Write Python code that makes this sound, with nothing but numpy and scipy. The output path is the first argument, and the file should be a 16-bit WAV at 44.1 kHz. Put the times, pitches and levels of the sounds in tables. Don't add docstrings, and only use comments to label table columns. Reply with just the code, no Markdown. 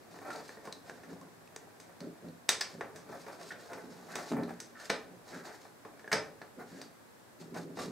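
import sys
import numpy as np
from scipy import signal
from scipy.fft import rfft, irfft
from scipy.io import wavfile
from scipy.ndimage import uniform_filter1d

SR = 44100
rng = np.random.default_rng(int(sys.argv[2]) if len(sys.argv) > 2 else 0)


def generate_wav(signal):
    frames = np.transpose(np.atleast_2d(signal))
    scaled = np.clip(frames, -1, 1) * 32767
    pcm = np.round(scaled).astype(np.int16)
    wavfile.write(sys.argv[1], SR, pcm)


N = 348831

# frequency in Hz, relative density in dB per Hz.
AIR_SPECTRUM = [(15, -16), (25, -48.5), (107, 0.5), (160, -6), (233, -0.5), (457, -3.5), (598, -3.5),
                (1270, -9.5), (1710, -10), (3000, -20.5), (3830, -19), (7700, -22.5), (8350, -22),
                (14300, -25), (15500, -29)]
AIR_DB, WHINE_DB, WHINE_HZ = -57.5, -82, 7670
# frequency in Hz, time to fall by 60 dB in s.
ROOM_DECAY = [(100, 0.87), (500, 0.44), (1700, 0.33), (5000, 0.29), (9000, 0.26), (15000, 0.096)]

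# time in s, relative level of their rubbing in dB.
SLEEVE_STIR = [(0, -60), (.8, -61), (1.4, -64.5), (1.9, -62.5), (2.43, -72), (2.9, -58.5), (4.0, -56),
               (4.65, -63), (5.2, -63), (5.6, -67), (6.3, -64), (7.1, -110), (7.9, -56)]
STIR_PRESS_DB, STIR_HISS_DB = -3, -13.5
# start in s, length before release in s,
# time to swell in s, relative level of dull rubbing in dB, relative level of fabric hiss in dB.
GLOVE_SLIDES = [(0.099, 0.36, 0.016, -56, -60), (0.246, 0.16, 0.038, -46, -57),
                (0.424, 0.13, 0.026, -56.5, -59), (0.62, 0.042, 0.036, -52, -59),
                (0.838, 0.13, 0.032, -54, -62.5), (1.081, 0.03, 0.022, -50, -60.5),
                (1.195, 0.03, .02, -57, -81), (2, 0.047, .015, -53.5, -73),
                (2.242, 0.036, 0.0096, -59.5, -72), (2.675, 0.046, .03, -54.5, -57),
                (3.081, 0.083, 0.014, -48.5, -61), (3.177, 0.043, 0.024, -64, -59),
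                (3.265, 0.096, 0.017, -50, -61), (3.384, 0.12, 0.028, -50.5, -56),
                (3.577, 0.18, .03, -60, -60), (3.679, 0.14, 0.027, -48.5, -66),
                (3.887, 0.47, 0.034, -51.5, -61), (4.079, 0.077, 0.04, -60, -53.5),
                (4.157, 0.054, .01, -42.5, -51), (4.25, 0.047, 0.014, -51, -51),
                (4.32, .1, 0.014, -44, -67), (4.47, 0.019, 0.028, -49.5, -61),
                (4.752, 0.102, 0.09, -55, -52), (5.238, 0.15, 0.08, -48.5, -54),
                (5.431, 0.12, 0.022, -51, -55.5), (5.59, 0.057, 0.023, -58, -61.5),
                (6.583, 0.038, 0.021, -49, -67), (6.65, 0.15, 0.025, -62, -62.5),
                (6.76, 0.069, 0.028, -60, -59), (7.392, 0.023, 0.018, -59, -57.5),
                (7.538, 0.055, 0.031, -44.5, -56.5), (7.75, 0.089, 0.07, -50, -46)]
SLIDE_SAG_DB_PER_S, SLIDE_RELEASE_DB_PER_S = 18, 167
# start in s, length before release in s,
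# relative level in dB.
HAND_PUSHES = [(0.106, .04, -55.5), (0.295, 0.11, -54), (0.657, 0.04, -74), (0.9, .13, -55.5),
               (1.068, 0.073, -47.5), (1.2, 0.044, -53.5), (2, 0.066, -45.5), (2.219, 0.066, -48),
               (2.733, 0.028, -46), (2.922, 0.038, -55.5), (3.08, .08, -50), (3.71, .045, -55),
               (3.822, 0.093, -49), (4.105, 0.1, -54), (4.303, 0.12, -37), (4.44, 0.066, -46.5),
               (5.09, .06, -54), (5.327, .05, -47), (6.558, .04, -47.5), (6.711, 0.089, -50),
               (7.387, 0.14, -52), (7.51, 0.22, -45.5), (7.791, 0.17, -43)]
PUSH_ATTACK_S, PUSH_SAG_DB_PER_S, PUSH_RELEASE_DB_PER_S = 0.018, 8.5, 146
# frequency in Hz, relative density in dB per Hz.
PRESS_SPECTRUM = [(30, -62), (70, -23), (115, -7), (165, 3), (200, -2.5), (245, 1), (330, 0.5), (430, -1),
                  (600, -8), (1000, -36.5), (2000, -64)]
RUB_SPECTRUM = [(30, -45), (150, -14.5), (400, 4.5), (600, 6), (850, 3), (1100, -3.5), (1600, -0.5),
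                (1950, -8.5), (2500, -13), (4000, -91), (8000, -27.5)]
HISS_SPECTRUM = [(100, -37), (1200, 0), (2400, 3.5), (3000, 0), (4200, 7), (6500, 4), (8500, -0.5),
                 (10500, -8), (14500, -10), (16000, -35)]

# frequency in Hz, relative level in dB, time to fall by 60 dB in s.
PANEL_MODES = [(92, -22, .45), (179, -7, .43), (237, 0, .7), (273, -4, .7), (323, -7, .6), (433, -6, .33),
               (560, -12, .6), (651, -9, .5)]
CASE_MODES = [(390, -7, .25), (435, 2, .33), (500, -4, .25), (549, -5, .21), (705, -9, .4), (780, -6, .3),
              (858, -6, .38), (1064, -5, .3), (1330, -7, .23), (1415, -5, .25), (1509, -5, .3),
              (1792, 0, .3), (1859, -1, .25), (2302, -3, .2), (3361, -5, .2), (3740, -2, .25),
              (5128, -2, .19)]
LATCH_MODES = [(1712, -1, .2), (3456, -5, .23), (4200, -6, .22), (4463, -1, .4), (4920, -1, .3),
               (5055, -4, .19), (5475, -2, .26), (6600, -7, .22), (7391, -7, .33), (8576, -6, .27)]

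# start in s, relative level in dB,
# brightness in dB per octave, note in Hz, strength of the note in dB, relative echo level in dB.
CABLE_TICKS = [(0.188, -23, -3.5, 1720, 7.5, -12), (.304, -18.5, -3.5, 1367, 16.5, 6.5),
               (0.36, -19, -4, 4500, 14, -3), (.492, -18, -4.5, 1730, 6.5, -2),
               (0.571, -27.5, -11, 1880, 11, 1), (.653, -21, -1.5, 770, 17, -1),
               (.674, -16.5, -7, 1070, 13.5, 0), (0.7252, -18, 0.5, 4020, 16.5, -5.5),
               (0.8968, -14.5, -4.5, 1600, 11, -5), (1.034, -26, -4.5, 1760, 7, 5.5),
               (1.213, -33.5, 3, 1076, 31, -4), (1.475, -34, 0.5, 2600, 21, -16),
               (1.5618, -11.5, -3.5, 6900, 9, -8.5), (1.8, -23, -2, 6330, 1.5, 2),
               (2.005, -19.5, -3, 4360, 10, -3), (2.285, -31, -3.5, 4180, 14, -3),
               (2.9595, -22.5, -2.5, 6400, 1, 5), (3.265, -21, -6, 1940, 2, 3.5),
               (3.512, -21, -3.5, 3200, 14, -1), (3.521, -18, -5, 3560, 11, -3.5),
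               (3.7324, -14.5, -3.5, 1470, 4, 0), (4.1551, -5, -1.5, 1660, -7, 0),
               (4.386, -19.5, -13, 1870, 2, 1.5), (4.434, -19.5, -4.5, 4130, 15, -3),
               (4.4921, -25, -4, 1630, 9, 6), (4.602, -14.5, -0.5, 6000, 5, -1),
               (5.4537, -28.5, -3, 4260, 12, 8), (5.8502, -22, -7, 1090, 10, 3.5),
               (5.9933, -26, -3, 1740, 8, 1), (6.0429, -26.5, -9.5, 1720, 16, -7),
               (6.0772, -19, -6, 1646, 18, -4), (6.8156, -17, -2.5, 4600, 11, -2.5),
               (7.5427, -21.5, -4.5, 540, -9, 10.5), (7.771, -16.5, -7, 616, -14, 7),
               (7.7884, -16.5, -5.5, 1160, 12.5, 8.5)]
TICK_HUMP_DB, TICK_HUMP_OCTAVES = 5.5, 1
TICK_CHATTER_S, TICK_LATCH_DB = .0036, -20
# start in s, colour in dB at 500, 1700, 4500 and 7500 Hz,
# note of the struck part in Hz, strength of the note in dB, chatter in s, relative echo level in dB,
# latch ring in dB.
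LATCH_SNAPS = [(2.4867, -13, -16, -17, -22, 3700, 5, .0022, -15, -20),
               (2.4901, 5, 10.5, 11, 9.5, 3700, 7, .0036, -1, -25),
               (2.609, -17, -7, -7, -5, 4430, 6, .0028, -3, -6),
               (2.611, -5.5, 2, 2, -6, 5160, 5, .0053, 1.5, -3.5),
               (2.809, 2.5, -.5, -19, -25.5, 550, 5, .0053, 0, -15),
               (4.897, -2, -1.5, -8.5, -12.5, 3850, 5, .0035, 2.5, -13),
               (4.9006, 10, 9, 2.5, -7.5, 3970, 5, .004, -1, -14),
               (6.1164, -4, 8.5, -9, -9, 2100, 5, .0065, 3, -24),
               (6.1273, 6.5, 8, 3.5, -2.5, 5130, 7, .0058, 1, -11),
               (6.133, 8, 3.5, -10, -17, 600, 4, .0043, 5, -7),
               (6.4161, -5, -8.5, -27, -33, 4200, 10, .0064, 0, -4.5)]
# frequency in Hz, width in Hz, boost in dB.
SLOT_RESONANCES = [(430, 130, 4), (1800, 260, 4), (2330, 200, 5), (3700, 300, 7), (5080, 220, 6),
                   (5790, 200, 7), (6100, 160, 6), (6470, 220, 7), (7950, 260, 8), (8450, 220, 7),
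                   (9350, 200, 5)]
# frequency in Hz, gain in dB.
CASE_HOLLOW = [(30, -28), (100, -14), (250, -4), (430, -1), (700, 0.5), (1150, -2.5), (1800, -2.5),
               (2800, -5.5), (3750, -8), (4400, -2.5), (5700, -4), (8300, -5.5), (11000, -13.5),
               (15500, -18)]

# start in s, relative level in dB, contact time in s.
HAND_BUMPS = [(1.09, -26, 0.0035), (1.13, -8.5, 0.0079), (2.027, -26, 0.0019), (2.244, -8, 0.0084),
              (2.743, -19, 0.0049), (3.15, -32, 0.0025), (3.85, -32, 0.0036), (4.171, -25, 0.0021),
              (4.3174, -11, 0.0018), (4.322, -3, 0.0027), (4.3349, 3, 0.0054), (4.353, -10, 0.0041),
              (4.3698, -8, 0.0032), (4.4075, -26, 0.0013), (5.111, -16, 0.0097), (5.36, -17, 0.0052),
              (6.587, -15, 0.0043), (6.748, -15.5, 0.0056), (7.838, -17, 0.0043), (7.875, -23, 0.0029)]
# start in s, end in s, relative level in dB, band centre in Hz.
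SLEEVE_RASPS = [(3.502, 3.525, -43.5, 1660), (4.083, 4.176, -48, 1600), (4.547, 4.654, -63.5, 1600),
                (4.733, 4.877, -53, 1540), (5.3, 5.436, -51.5, 1600), (5.419, 5.574, -58.5, 1750),
                (6.672, 6.853, -61, 1660)]
EDGE_HZ = 15800


def amp(db):
    return 10 ** (np.asarray(db) / 20)


def unit(x):
    return x / np.sqrt(np.mean(x ** 2) + 1e-20)


def read(points, hz):
    f, value = np.transpose(points)
    return np.interp(np.log(hz + 1), np.log(f + 1), value)


def add(mix, s, sound):
    part = mix[max(round(s * SR), 0):][:len(sound)]
    part += sound[:len(part)]


def tint(x, points):
    gain = amp(read(points, np.fft.rfftfreq(N, 1 / SR)))
    return irfft(rfft(x) * gain, N)


def convolve(x, response):
    return signal.fftconvolve(np.atleast_2d(x), np.atleast_2d(response), axes=1)[:, :N]


def ring(modes):
    t = np.arange(SR) / SR
    y = sum(amp(db - 60 * t / t60) * np.cos(2 * np.pi * hz * t) for hz, db, t60 in modes)
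    return y / np.linalg.norm(y)


def air(width=0.96):
    mid, side = tint(rng.standard_normal((2, N)), AIR_SPECTRUM)
    noise = unit(np.array([mid + width * side, mid - width * side]))
    wander = np.cumsum(rng.standard_normal(N)) * 0.01
    whine = unit(np.sin(2 * np.pi * (WHINE_HZ * np.arange(N) / SR) + 2 * np.pi * wander))
    return amp(AIR_DB) * noise + amp(WHINE_DB) * whine


def room(width=0.4, rise_s=0.00022, early_db=4, early_s=0.0037):
    hz, t, z = signal.stft(rng.standard_normal((2, SR // 2)), SR, nperseg=256)
    z[1] *= ((hz + 150) / (hz + 350))[:, None]
    decay = amp(-60 * t / read(ROOM_DECAY, hz)[:, None])
    mid, side = signal.istft(z * decay, SR, nperseg=256)[1]
    t = np.arange(len(mid)) / SR
    onset = (1 - np.exp(-t / rise_s)) * amp(early_db * np.exp(-t / early_s))
    tail = np.array([mid + width * side, mid - width * side]) * onset
    return tail / np.linalg.norm(tail[0])


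def echoes(x, count=3, turn_s=.45):
    turn = np.arange(N) / SR / turn_s
    nearness = (np.maximum(1 - abs((turn + k) % count - 1), 0) for k in range(count))
    return sum(convolve(x * np.sqrt(near), room()) for near in nearness)


def gesture(length, attack_s, sag_db_per_s, release_db_per_s):
    t = np.arange(SR) / SR
    fall_db = -sag_db_per_s * t - release_db_per_s * np.maximum(t - length, 0)
    return np.minimum(t / attack_s, 1) * amp(fall_db)


def effort():
    stir_db = np.interp(np.arange(N) / SR, *np.transpose(SLEEVE_STIR))
    press, rub, hiss = (amp(stir_db + db) ** 2 for db in (STIR_PRESS_DB, 0, STIR_HISS_DB))
    for start, length, db in HAND_PUSHES:
        push = gesture(length, PUSH_ATTACK_S, PUSH_SAG_DB_PER_S, PUSH_RELEASE_DB_PER_S)
        add(press, start, (amp(db) * push) ** 2)
    for start, length, swell_s, rub_db, hiss_db in GLOVE_SLIDES:
        slide = gesture(length, swell_s, SLIDE_SAG_DB_PER_S, SLIDE_RELEASE_DB_PER_S)
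        add(rub, start, (amp(rub_db) * slide) ** 2)
        add(hiss, start, (amp(hiss_db) * slide) ** 2)
    return 10 * np.log10([press, rub, hiss])


def friction(level_db, spectrum, modes, slips_per_s, uneven_db, clump_db, ring_db, echo_db):
    clumps = unit(uniform_filter1d(rng.standard_normal(N), size=500))
    size_db = uneven_db * np.minimum(rng.exponential(1, N), 4) + clump_db * clumps
    sizes = amp(size_db) * rng.standard_normal(N)
    slips = tint(sizes * (rng.random(N) < slips_per_s / SR), spectrum)
    body = slips + amp(ring_db) * convolve(slips, ring(modes))
    return amp(level_db) * unit(body + amp(echo_db) * echoes(body))


def hands(press_db=-1, rub_db=0, hiss_db=-0.5):
    press, rub, hiss = effort()
    groan = friction(press + press_db, PRESS_SPECTRUM, PANEL_MODES, slips_per_s=970,
                     uneven_db=2.0, clump_db=2.0, ring_db=-26.5, echo_db=-1)
    dull_rub = friction(rub + rub_db, RUB_SPECTRUM, CASE_MODES, slips_per_s=1200,
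                        uneven_db=3.5, clump_db=6.0, ring_db=-31, echo_db=3)
    fabric = friction(hiss + hiss_db, HISS_SPECTRUM, CASE_MODES, slips_per_s=2900,
                      uneven_db=0.0, clump_db=3, ring_db=-29, echo_db=1.0)
    return groan + dull_rub + fabric


def tick(s, db, brightness, note_hz, note_db, echo_db):
    hz = np.array([500, 1700, 4500, 7500])
    hump = np.exp(-(np.log2(hz / note_hz) / TICK_HUMP_OCTAVES) ** 2)
    colour_db = db + brightness * np.log2(hz / hz[1]) + TICK_HUMP_DB * hump
    return s, *colour_db, note_hz, note_db, TICK_CHATTER_S, echo_db, TICK_LATCH_DB


def chatter(length, first_contact=2.5, size=2048, count=8):
    fade = np.exp(-(np.arange(size) / SR / length) ** 2) + 1e-9
    force = rng.standard_normal(size) * fade
    force[0] = first_contact
    for _ in range(count):
        force = irfft(np.exp(1j * np.angle(rfft(force)))) * fade ** (1 / count)
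    return force / np.linalg.norm(force)


def snap(colour_db, note_hz, note_db, length, note_width=0.07, trim_db=-2.5, size=2048):
    hz = abs(np.fft.fftfreq(size, 1 / SR))
    part_db = read(list(zip([500, 1700, 4500, 7500], colour_db)), hz)
    peaks = [*SLOT_RESONANCES, (note_hz, 2 * note_width * note_hz, note_db)]
    resonance_db = sum(db / (1 + (2 * (hz - centre) / width) ** 2) for centre, width, db in peaks)
    log_gain = np.log(amp(part_db + read(CASE_HOLLOW, hz) + resonance_db + trim_db))
    response = np.fft.ifft(np.exp(np.conj(signal.hilbert(log_gain)))).real
    return signal.fftconvolve(chatter(length), response[:size // 2])


def twang():
    swing = 1 + 3 * np.exp(-np.arange(SR) / SR / .009)
    y = ring(LATCH_MODES) * swing
    return y / np.linalg.norm(y)


def clicks(direct_db=-1, case_db=-17, spread=.05, wall_delay_samples=9):
    direct, sent, sprung = np.zeros((3, N))
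    contacts = LATCH_SNAPS + [tick(*row) for row in CABLE_TICKS]
    for s, *colour_db, note_hz, note_db, length, echo_db, latch_ring_db in contacts:
        click = snap(colour_db, note_hz, note_db, length)
        share = min(amp(latch_ring_db), .85)
        crack = np.sqrt(1 - share ** 2) * click
        add(sprung, s, share * click)
        add(direct, s, crack)
        add(sent, s, amp(echo_db) * crack)
    case_ring = amp(case_db) * convolve(direct, ring(CASE_MODES))
    latch_ring = convolve(sprung, twang()) / np.sqrt(2)
    wall = spread * np.roll(direct, wall_delay_samples) * np.array([[1], [-1]])
    return amp(direct_db) * (direct + wall) + case_ring + latch_ring + echoes(sent)


def bumps(level_db=17, boom_db=-15, echo_db=-4):
    force, t = np.zeros(N), np.arange(SR // 20) / SR
    for s, db, contact in HAND_BUMPS:
        u = 2 * np.pi * t / contact
        push = u * np.exp(-u)
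        add(force, s, amp(db) * push / push.sum())
    radiation = signal.butter(4, 195, "high", fs=SR, output="sos")
    force = signal.sosfilt(radiation, force)
    boom = amp(boom_db) * convolve(force, ring(PANEL_MODES))
    return amp(level_db) * (force + boom + amp(echo_db) * echoes(force))


def rasps(slips_per_s=600, width_hz=500, level_db=-5, echo_db=1):
    out = np.zeros(N)
    for start, end, db, hz in SLEEVE_RASPS:
        n = int((end - start) * SR)
        slips = rng.standard_normal(n) * (rng.random(n) < slips_per_s / SR)
        band = signal.butter(2, [hz - width_hz / 2, hz + width_hz / 2], "band", fs=SR, output="sos")
        rasp = unit(signal.sosfilt(band, slips)) * signal.windows.tukey(n, .5)
        add(out, start, amp(db + level_db) * rasp)
    return out + amp(echo_db) * echoes(out)


def scene():
    return air() + hands() + clicks() + bumps() + rasps()


def record(dry):
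    low_pass = signal.firwin(511, EDGE_HZ, window=("kaiser", 9), fs=SR)
    return signal.oaconvolve(dry, low_pass[None], "same")


dry = scene()
out = record(dry)
generate_wav(out)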